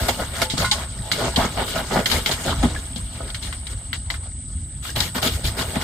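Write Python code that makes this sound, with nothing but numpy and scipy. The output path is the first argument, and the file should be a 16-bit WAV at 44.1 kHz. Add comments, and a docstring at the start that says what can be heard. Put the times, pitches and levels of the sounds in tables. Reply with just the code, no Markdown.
"""On a swamp, close to a small plastic boat: a far low rumble, quiet air and shrill insects run throughout.
A wet net is hauled over the side from the start: random slips ring the hull, mesh noise and drops rustle.
Weights and catch soon slap a metal basin (noise bursts and ringing modes) and thump the hull (its modes).
Thin decaying sines ring on after some knocks; past the middle a single insect twice sings a pure tone."""
import sys
import numpy as np
from scipy import signal
from scipy.io import wavfile

SR = 44100
rng = np.random.default_rng(int(sys.argv[2]) if len(sys.argv) > 2 else 0)


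def master_out(mix):
    """Clip the mix to full scale and print it as 16-bit PCM to the path in sys.argv[1]."""
    frames = np.transpose(np.atleast_2d(mix))
    ceiling = np.clip(frames, -1, 1)
    pcm = np.round(ceiling * 32767).astype(np.int16)
    wavfile.write(sys.argv[1], SR, pcm)


N = 257103

# Slaps in the basin: (time [s], peak level [dB], brightest pitch [Hz], splat decay by 60 dB [s],
# left over right [dB])
SLAPS = [(0.0902, -14.5, 2880, 0.093, -13), (0.4175, -21, 2130, 0.04, -4), (0.499, -16.5, 3700, 0.34, 0),
         (0.578, -14.5, 4220, 0.1, -2), (0.6188, -16.5, 2190, 0.037, -2), (0.6455, -15.5, 1400, 0.16, -2),
         (0.647, -17.5, 4100, 0.28, 0), (0.7125, -5.5, 4340, 0.16, -1), (1.1155, -5.5, 2690, 0.027, 5),
         (1.12, -18.5, 4750, 0.058, -15), (1.36, -9, 3500, 0.11, -1), (1.679, -23, 1400, 0.044, 2),
         (1.738, -22, 3150, 0.15, 3), (2.058, -7, 3080, 0.068, -4), (2.1, -16, 2880, 0.033, 4),
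         (2.113, -11, 2900, 0.25, 9), (2.26, -7.5, 2740, 0.057, -1), (2.3125, -12.5, 4130, 0.19, 0.5),
         (2.481, -20, 1290, 0.068, 2), (2.75, -26, 1670, .04, 9), (2.959, -23, 3750, 0.17, 6),
         (3.302, -26, 3500, .03, 3), (3.3446, -19, 2930, 0.091, -1), (3.426, -27.5, 3930, 0.51, 6),
         (3.5248, -22.5, 2020, 0.089, 7), (3.668, -22.5, 3140, 0.06, 3), (3.9299, -10, 2110, 0.03, 0),
         (3.937, -28, 3700, 0.1, -1), (4.1015, -15, 2120, 0.046, 3), (4.102, -18.5, 3100, 0.11, 6),
         (4.14, -24, 1730, 0.099, 0), (4.835, -42, 3500, 0.055, 5), (4.851, -24.5, 1420, 0.091, 0),
         (4.96, -14.5, 3140, 0.081, 2), (5.003, -10.5, 3750, 0.038, 10), (5.0055, -9.5, 3400, 0.065, 0),
         (5.154, -19, 1390, 0.051, 6), (5.228, -11.5, 3280, 0.022, 4), (5.273, -25, 3320, .05, 4),
         (5.453, -20, 3350, 0.046, 7), (5.591, -20, 2100, 0.032, 4)]
# Modes of the plastic hull: (frequency [Hz], level [dB], free decay by 60 dB [s])
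HULL = [(74.5, 1, 0.28), (149.6, 8, 0.25), (242, 15.5, 0.15), (309, -7.5, 0.69), (381, -3, 0.22),
        (500, -3, 0.66), (673, 9.5, 0.16), (840, 10, 0.074), (1078, 3, 0.12), (1297, 9.5, 0.14),
        (1443, 10, 0.15), (1920, 6, 0.05)]


def from_db(db):
    """Gain of a level in dB."""
    return 10 ** (np.asarray(db) / 20)


def rms_one(x):
    """Scaled to rms 1."""
    return x / np.sqrt(np.mean(x ** 2) + 1e-20)


def in_time(rows):
    """Each column after the time, as a value per sample."""
    s, *columns = np.transpose(rows)
    return [np.interp(np.arange(N) / SR, s, column) for column in columns]


def at_hz(points, hz):
    """A spectrum read on a log-frequency axis."""
    points = np.array(points)
    return np.interp(np.log(hz), np.log(points[:, 0]), points[:, 1])


def drift(rate):
    """Slow random wander of rms 1: low-passed noise at a 40th of the sample rate, faster with rate."""
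    r = np.exp(-80 * np.pi * rate / SR)
    noise = rng.standard_normal(N // 40 + 2002)
    slow = signal.lfilter([1], [1, -2 * r, r * r], noise)[2000:]   # the filter has settled by then
    return np.interp(np.arange(N) / 40, np.arange(len(slow)), rms_one(slow))


def ring(x, hz, t60):
    """A two-pole resonance: a unit click sets a decaying sine of height 1 ringing."""
    r, w = from_db(-60 / (t60 * SR)), 2 * np.pi * hz / SR
    return signal.lfilter([0, np.sin(w)], [1, -2 * r * np.cos(w), r * r], x + 1e-18)


def stereo(pair, hz):
    """Two unrelated signals mixed to left and right as alike as the microphones hear that pitch."""
    # (frequency [Hz], left-right likeness [0-1])
    likeness = [(60, 1), (250, 0.97), (500, 0.8), (1000, 0.64), (2000, 0.25), (4000, 0.0079), (12000, 0.23)]
    alike = np.clip(at_hz(likeness, hz), 0, 1)
    mid = np.sqrt(1 + alike) * pair[0]
    side = np.sqrt(1 - alike) * pair[1]
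    return (mid + side * [[1], [-1]]) / np.sqrt(2)


def grains(per_s, spread_db):
    """Two trains of clicks at shared random moments, uneven in size; rms 1."""
    sizes = from_db(spread_db * np.minimum(rng.exponential(1, N), 5))
    struck = rng.random(N) < per_s / SR
    return rms_one(sizes * struck * rng.standard_normal((2, N)))


def coloured(pair, spectrum, patchy_db):
    """A bank of half-octave bands, each with its level, flicker and likeness; rms 1."""
    low_hz, high_hz = spectrum[0][0], min(spectrum[-1][0], .45 * SR)
    edges = np.geomspace(low_hz, high_hz, 2 + int(2 * np.log2(high_hz / low_hz)))
    out = 0
    for k, (low, high) in enumerate(zip(edges, edges[1:])):
        band_filter = signal.butter(2, [low, high], "band", fs=SR, output="sos")
        band = signal.sosfilt(band_filter, pair)
        hz = np.sqrt(low * high)
        gain = from_db(at_hz(spectrum, hz) + patchy_db * drift(12.0))
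        out = out + (-1) ** k * gain * stereo(band, hz)
    return rms_one(out)


def body(pair, modes):
    """The modes of an object rung in parallel; rms 1."""
    return rms_one(sum(from_db(db) * stereo(ring(pair, hz, t60), hz) for hz, db, t60 in modes))


def blow(modes, hz, length, slope_db, stretch):
    """Modes rung by one short rattling contact, favouring those near the pitch of the spot struck; peak 1."""
    contact = .08 * rng.standard_normal((2, length)) * np.exp(-np.arange(length) / (.005 * SR))
    # the second path to the microphones is a little longer
    contact[0, 0], contact[1, rng.integers(2, 30)] = 1, 1
    # load and spot change every mode a little
    chance = np.clip(rng.normal(0, 1, (len(modes), 2)), -1.5, 1.5)
    scatter_db, detune = 2, .02
    rung = 0
    for (f, db, t60), (c, d) in zip(modes, chance):
        level_db = db - slope_db * abs(np.log2(f / hz)) + scatter_db * c   # slope in dB per octave
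        mode = stereo(ring(contact, f * (1 + detune * d), t60 * stretch), f)
        rung = rung + from_db(level_db) * np.sign(d) * mode   # random polarity
    return rung / np.abs(rung).max()


def rumble():
    """A steady far rumble of low noise that swells quickly and sinks slowly as the boat lurches."""
    # (frequency [Hz], relative density [dB per Hz])
    rumble_spectrum = [(12, -58), (20, -44), (37, -4.5), (50, 3), (68, 3), (103, -1), (165, -14.5),
                       (199, -11.5), (275, -19), (320, -26), (420, -72), (700, -120)]
    # Lurches of the boat: (time of the crest [s], level [dB])
    lurches = [(0.02, -22), (0.62, -23.5), (1.0, -26.5), (1.39, -19.5), (1.61, -33), (1.95, -47),
               (2.15, -21), (2.49, -20.5), (2.59, -19), (2.66, -21), (2.998, -27.5), (4.56, -29),
               (4.971, -21), (5.33, -24), (5.46, -22.5), (5.8, -33)]
    steady_db, rise_s, fall_s = -32.5, 0.023, 0.068
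    power, t = from_db(steady_db) ** 2, np.arange(N) / SR
    for s, db in lurches:
        swell = np.exp(-np.maximum((s - t) / rise_s, (t - s) / fall_s))
        power = power + (from_db(db) * swell) ** 2
    return np.sqrt(power) * coloured(rng.standard_normal((2, N)), rumble_spectrum, patchy_db=1.5)


def quiet_air():
    """The quiet of the swamp: steady faint noise whose bands flicker."""
    # (frequency [Hz], relative density [dB per Hz])
    air_spectrum = [(150, 8), (250, -31), (330, -37), (500, -24), (2000, -37), (4000, -25), (5800, -24),
                    (7200, 22), (9360, -45), (15800, -80)]
    return from_db(-59) * coloured(rng.standard_normal((2, N)), air_spectrum, patchy_db=3.0)


def insects(chorus_db):
    """Fluttering noise excites short shell resonances as a chorus; a pure sine stands for a lone singer."""
    # Shell resonances in the bushes: (frequency [Hz], relative level [dB], decay by 60 dB [s])
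    shells = [(7640, 11, 0.019), (7947, 26.5, 0.03), (8144, 27, 0.031), (8450, 32.5, 0.0096),
              (8820, 30.5, 0.013), (8987, 22, 0.012)]
    # Pure singers: (time [s], length [s], frequency [Hz], level [dB])
    solos = [(3.44, .14, 8786, -40), (3.6, .16, 8786, -46)]
    solo_edge_s = .01
    wings = rng.standard_normal((2, N)) * from_db(0.8 * drift(45))
    pairs = 0
    for k, (hz, db, t60) in enumerate(shells):
        pairs = pairs + (-1) ** k * from_db(db + 1.2 * drift(3.0)) * ring(wings, hz, t60)
    narrow = signal.cheby1(5, 1, [7620, 9020], "band", fs=SR, output="sos")
    mid, side = signal.sosfilt(narrow, pairs)
    chorus = from_db(chorus_db) * rms_one(mid + 0.61 * side * [[1], [-1]])
    t = np.arange(N) / SR
    singers = 0
    for s, length, hz, db in solos:
        edges = np.clip(np.minimum(t - s, s + length - t) / solo_edge_s, 0, 1)
        singers = singers + from_db(db) * edges * np.sin(2 * np.pi * hz * t)
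    return chorus + singers


def haul():
    """Knots slip over the hull and ring it; strands rustle, drops ping and the water fizzes."""
    # Spectra of scraping, rustling and fizzing: (frequency [Hz], relative density [dB per Hz])
    scrape_spectrum = [(71, -22), (120, -0.5), (381, -8.5), (599, 1), (668, -12), (1020, -3), (1460, -15.5),
                       (1630, -12), (5000, -27), (6500, -62), (11000, -120)]
    rustle_spectrum = [(410, -40), (700, -5), (1400, 1.5), (2000, 6.5), (3200, 11), (4500, 7.5),
                       (6770, 5.5), (10000, -4.5), (13000, -50), (22000, -120)]
    fizz_spectrum = [(5290, -49), (9000, -37), (10400, 13), (11700, 15), (15200, 10.5), (16300, -6)]
    net_lean_db = 1   # left over right of the mesh, beyond the lean of the hull
    scrape_gain, rustle_gain, fizz_gain = effort()
    slips = grains(4000, spread_db=.5)
    scrape = 0.82 * coloured(slips, scrape_spectrum, patchy_db=4.0) + 0.43 * body(slips, HULL)
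    strands = rng.standard_normal((2, N)) * from_db(0.4 * drift(49))   # strands let go in clumps
    drops = .75 * droplets(1500, 70.0, rustle_spectrum)
    crackle = .6 * grains(900, spread_db=-1.0)   # wet knots snapping free
    rustle = 1.15 * coloured(strands + crackle, rustle_spectrum, patchy_db=3.0) + drops
    fizz = coloured(strands, fizz_spectrum, patchy_db=2.0)
    mesh = rustle_gain * rustle + fizz_gain * fizz
    return scrape_gain * scrape + mesh * from_db([[net_lean_db / 2], [-net_lean_db / 2]])


def effort():
    """Gains of scrape, rustle and fizz: tugs and shaking slaps swell, sag and fade over steady hauling."""
    # Steady hauling: (time [s], drag of the net [dB], wetness: fizz against rustle [dB])
    pull = [(0.0, -27.5, -3.5), (0.35, -40.5, -9), (0.9, -45.5, -13), (1.3, -34.5, -10.5),
            (2.2, -36.5, -6.5), (2.7, -35.5, -14.5), (3.0, -47.5, -8), (3.8, -49.5, -15.5), (4.4, -57, -19),
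            (4.82, -56.5, -9), (5.07, -49.5, -5), (5.83, -30.5, -10)]
    # Tugs at the net, before their swell: (time [s], length [s], scrape gain [dB], rustle gain [dB])
    tug_rows = [(0, 0.066, -24, -34.5), (0.083, 0.012, -14.5, -22.5), (0.19, 0.037, -21, -36.5),
                (0.327, 0.12, -26, -26), (0.417, 0.011, -22, -16), (0.569, 0.067, -22.5, -24),
                (0.717, 0.12, -29.5, -32.5), (1.117, 0.1, -25, -30), (1.179, 0.1, -18, -32.5),
                (1.363, 0.092, -17, -28), (1.566, 0.06, -17.5, -33), (1.648, 0.08, -35, -29),
                (1.746, 0.057, -21.5, -28.5), (1.9, 0.1, -12.5, -28.5), (2.085, 0.099, -21, -22.5),
                (2.251, 0.075, -24, -28), (2.356, 0.15, -31, -28), (2.445, 0.083, -19.5, -34),
                (2.626, 0.03, -19, -29), (3.084, 0.22, -34, -41), (3.27, .03, -52, -40),
                (3.41, 0.073, -38.5, -34.5), (3.689, 0.048, -41.5, -38.5), (4.204, 0.076, -43, -50),
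                (4.485, 0.062, -51, -53), (4.821, 0.087, -39.5, -31), (4.952, 0.062, -26.5, -26),
                (4.979, 0.1, -34, -29), (5.144, 0.044, -27, -27.5), (5.215, 0.067, -22.5, -21),
                (5.301, 0.063, -67, -30.5), (5.439, 0.049, -32.5, -25.5), (5.565, 0.048, -26.5, -30.5),
                (5.577, 0.048, -26.5, -26), (5.755, 0.015, -22, -32), (5.811, 0.022, -31.5, -31)]
    rustle_follows = 0.76   # share of the drag's swing
    # each slap shakes the net: scrape and rustle against its peak, at a drag of -40 dB
    spray_rise_s, spray_s, spray_db = .002, 0.027, (-23.5, -19.5)
    spray_follows = 0.22   # a net at rest shakes less: share of the drag's swing about -40 dB
    rise_share, long_tug_s = 0.3, 0.1   # rise share of a tug this long; shorter ones swell faster
    fade_s = .02
    drag_db, wet_db = in_time(pull)
    steady_rustle_db = -40.5 + rustle_follows * (drag_db + 38.5)
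    power = from_db([drag_db, steady_rustle_db]) ** 2
    t = np.arange(N) / SR
    sprays = []
    for s, db, *_ in SLAPS:
        swing_db = spray_follows * (drag_db[round(s * SR)] + 40)
        sprays.append((s, spray_rise_s, spray_s, *(db + np.add(spray_db, swing_db))))
    tugs = [(s, rise_share * length ** 2 / long_tug_s, length, *dbs) for s, length, *dbs in tug_rows]
    for s, rise, length, *dbs in tugs + sprays:
        i, j = round(s * SR), round((s + length + .3) * SR)
        since = np.maximum(t[i:j] - s, 0)
        swell = 1 - np.exp(-since / rise)
        fade = np.exp(-.4 * since / length - np.maximum(since - length, 0) / fade_s)
        power[:, i:j] += (from_db(dbs)[:, None] * (swell * fade)) ** 2
    scrape, rustle = np.sqrt(power)
    return scrape, rustle, rustle * from_db(wet_db)


def droplets(per_s, cycles, spectrum):
    """Drops and tiny bubbles, each ringing at one of 18 pitches, down 60 dB after some cycles; rms 1."""
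    clicks = grains(per_s, spread_db=2.3)
    dealt = rng.integers(0, 18, N)   # which pitch a click at this sample rings
    out = 0
    for k, hz in enumerate(np.geomspace(800, 9000, 18)):
        pings = stereo(ring(clicks * (dealt == k), hz, cycles / hz), hz)
        out = out + from_db(at_hz(spectrum, hz)) * np.sqrt(hz) * pings
    return rms_one(out)


def slaps():
    """A wet splat of dying noise, plus the basin modes, strongest near its pitch."""
    # Modes of the metal basin: (frequency [Hz], level [dB], decay by 60 dB before each slap's stretch [s])
    basin = [(1300, 5, 0.05), (1450, 8, 0.08), (2080, 9, 0.07), (2380, 1, 0.045), (2900, 4, 0.06),
             (3230, 9, 0.07), (3700, 7, 0.06), (3910, 9, 0.08), (4200, 11, 0.08), (4550, 5, 0.07),
             (5150, -2, 0.06), (6400, -2, 0.06)]
    rise_s = .0006   # wet contact is not instant
    width = 1.9   # the splat spans this factor either side of its pitch
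    out, t = np.zeros((2, N + SR)), np.arange(SR // 5) / SR
    for s, db, hz, t60, pan_db in SLAPS:
        noise = rng.standard_normal((2, len(t)))
        rung = blow(basin, hz, len(t), slope_db=17.0, stretch=t60 / .22)
        wide = signal.butter(2, [hz / width, hz * width], "band", fs=SR, output="sos")
        splat = stereo(signal.sosfilt(wide, noise) + 0.15 * noise, hz) * from_db(-60 * t / t60)
        slap = 0.58 * rung + 0.48 * splat / np.abs(splat).max()
        slap = slap * (1 - np.exp(-t / rise_s))
        slap = slap / np.abs(slap.mean(axis=0)).max()   # peak 1 in the mean of left and right
        i = round(s * SR)
        out[:, i:i + len(t)] += from_db(db + np.array([[.5], [-.5]]) * pan_db) * slap
    return out[:, :N]


def thumps():
    """A soft blow rings the hull modes, damped to half their free decay time."""
    # Thumps on the hull: (time [s], level [dB], strongest pitch [Hz])
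    thump_rows = [(0.201, -36, 700), (0.385, -27, 673), (0.42, -8, 680), (0.537, -12, 228),
                  (1.378, -10, 198), (1.571, -20, 673), (1.762, -15.5, 673), (1.911, -23, 700),
                  (2.466, -23, 314), (2.631, -15, 673), (2.636, -7, 230), (2.649, -8, 150),
                  (2.962, -23.5, 246), (3.205, -20.5, 673), (5.162, -18, 242), (5.18, -16, 840),
                  (5.228, -15.5, 680), (5.26, -14, 197), (5.446, -18, 200), (5.591, -24, 780),
                  (5.758, -39, 500), (5.764, -14, 160)]
    out, length = np.zeros((2, N + SR)), SR // 5
    soft = 1 - np.exp(-np.arange(length) / (0.00037 * SR))   # wet mesh cushions the contact
    for s, db, hz in thump_rows:
        i = round(s * SR)
        out[:, i:i + length] += from_db(db) * soft * blow(HULL, hz, length, slope_db=9.0, stretch=.5)
    return out[:, :N]


def tones():
    """Thin, unsteady partials that set in and die away, perhaps the wall of the basin."""
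    # Partials that ring on after a knock: (time [s], frequency [Hz], level [dB], decay by 60 dB [s])
    partials = [(.43, 870, -36, 0.86), (0.576, 1450, -27.5, 0.18), (0.645, 1454, -16, 0.16),
                (0.643, 1045, -22, 0.23), (.646, 2104, -23, 0.17), (.716, 840, -21, 0.11),
                (.716, 1476, -34, 0.36), (0.719, 1096, -29.5, 0.38), (1.035, 852, -38, 0.72),
                (2.761, 1690, -21.5, 0.06)]
    out, t = np.zeros(N + SR), np.arange(SR // 2) / SR
    for s, hz, db, t60 in partials:
        rough = .9 + .3 * drift(50)[:len(t)]
        envelope = from_db(db - 60 * t / t60) * (1 - np.exp(-t / 0.00088))
        i = round(s * SR)
        out[i:i + len(t)] += envelope * rough * np.sin(2 * np.pi * hz * t)
    return out[:N]


def scene():
    """The work at the boat over the sounds of the swamp."""
    lean_db = 0.5   # net, hull and partials are a little left of the microphone
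    at_boat = (haul() + thumps() + tones()) * from_db([[lean_db / 2], [-lean_db / 2]])
    return at_boat + slaps() + rumble() + quiet_air() + insects(chorus_db=-37.5)


def record(dry):
    """The microphone has two dull spots, peaks are rounded, the top is cut."""
    # Dull spots of the microphone: (frequency [Hz], width [Hz], depth [0-1])
    dull_spots = [(2560, 350, .75), (5900, 900, .6)]
    top, cutoff_hz = 1.5, 16450   # height at which peaks flatten; 80 dB down from the cutoff up
    for hz, width_hz, depth in dull_spots:
        dry = dry - depth * signal.lfilter(*signal.iirpeak(hz, hz / width_hz, SR), dry)
    rounded = top * np.tanh(dry / top)
    return signal.sosfilt(signal.cheby2(14, 80, cutoff_hz, fs=SR, output="sos"), rounded)


dry = scene()
out = record(dry)
master_out(out)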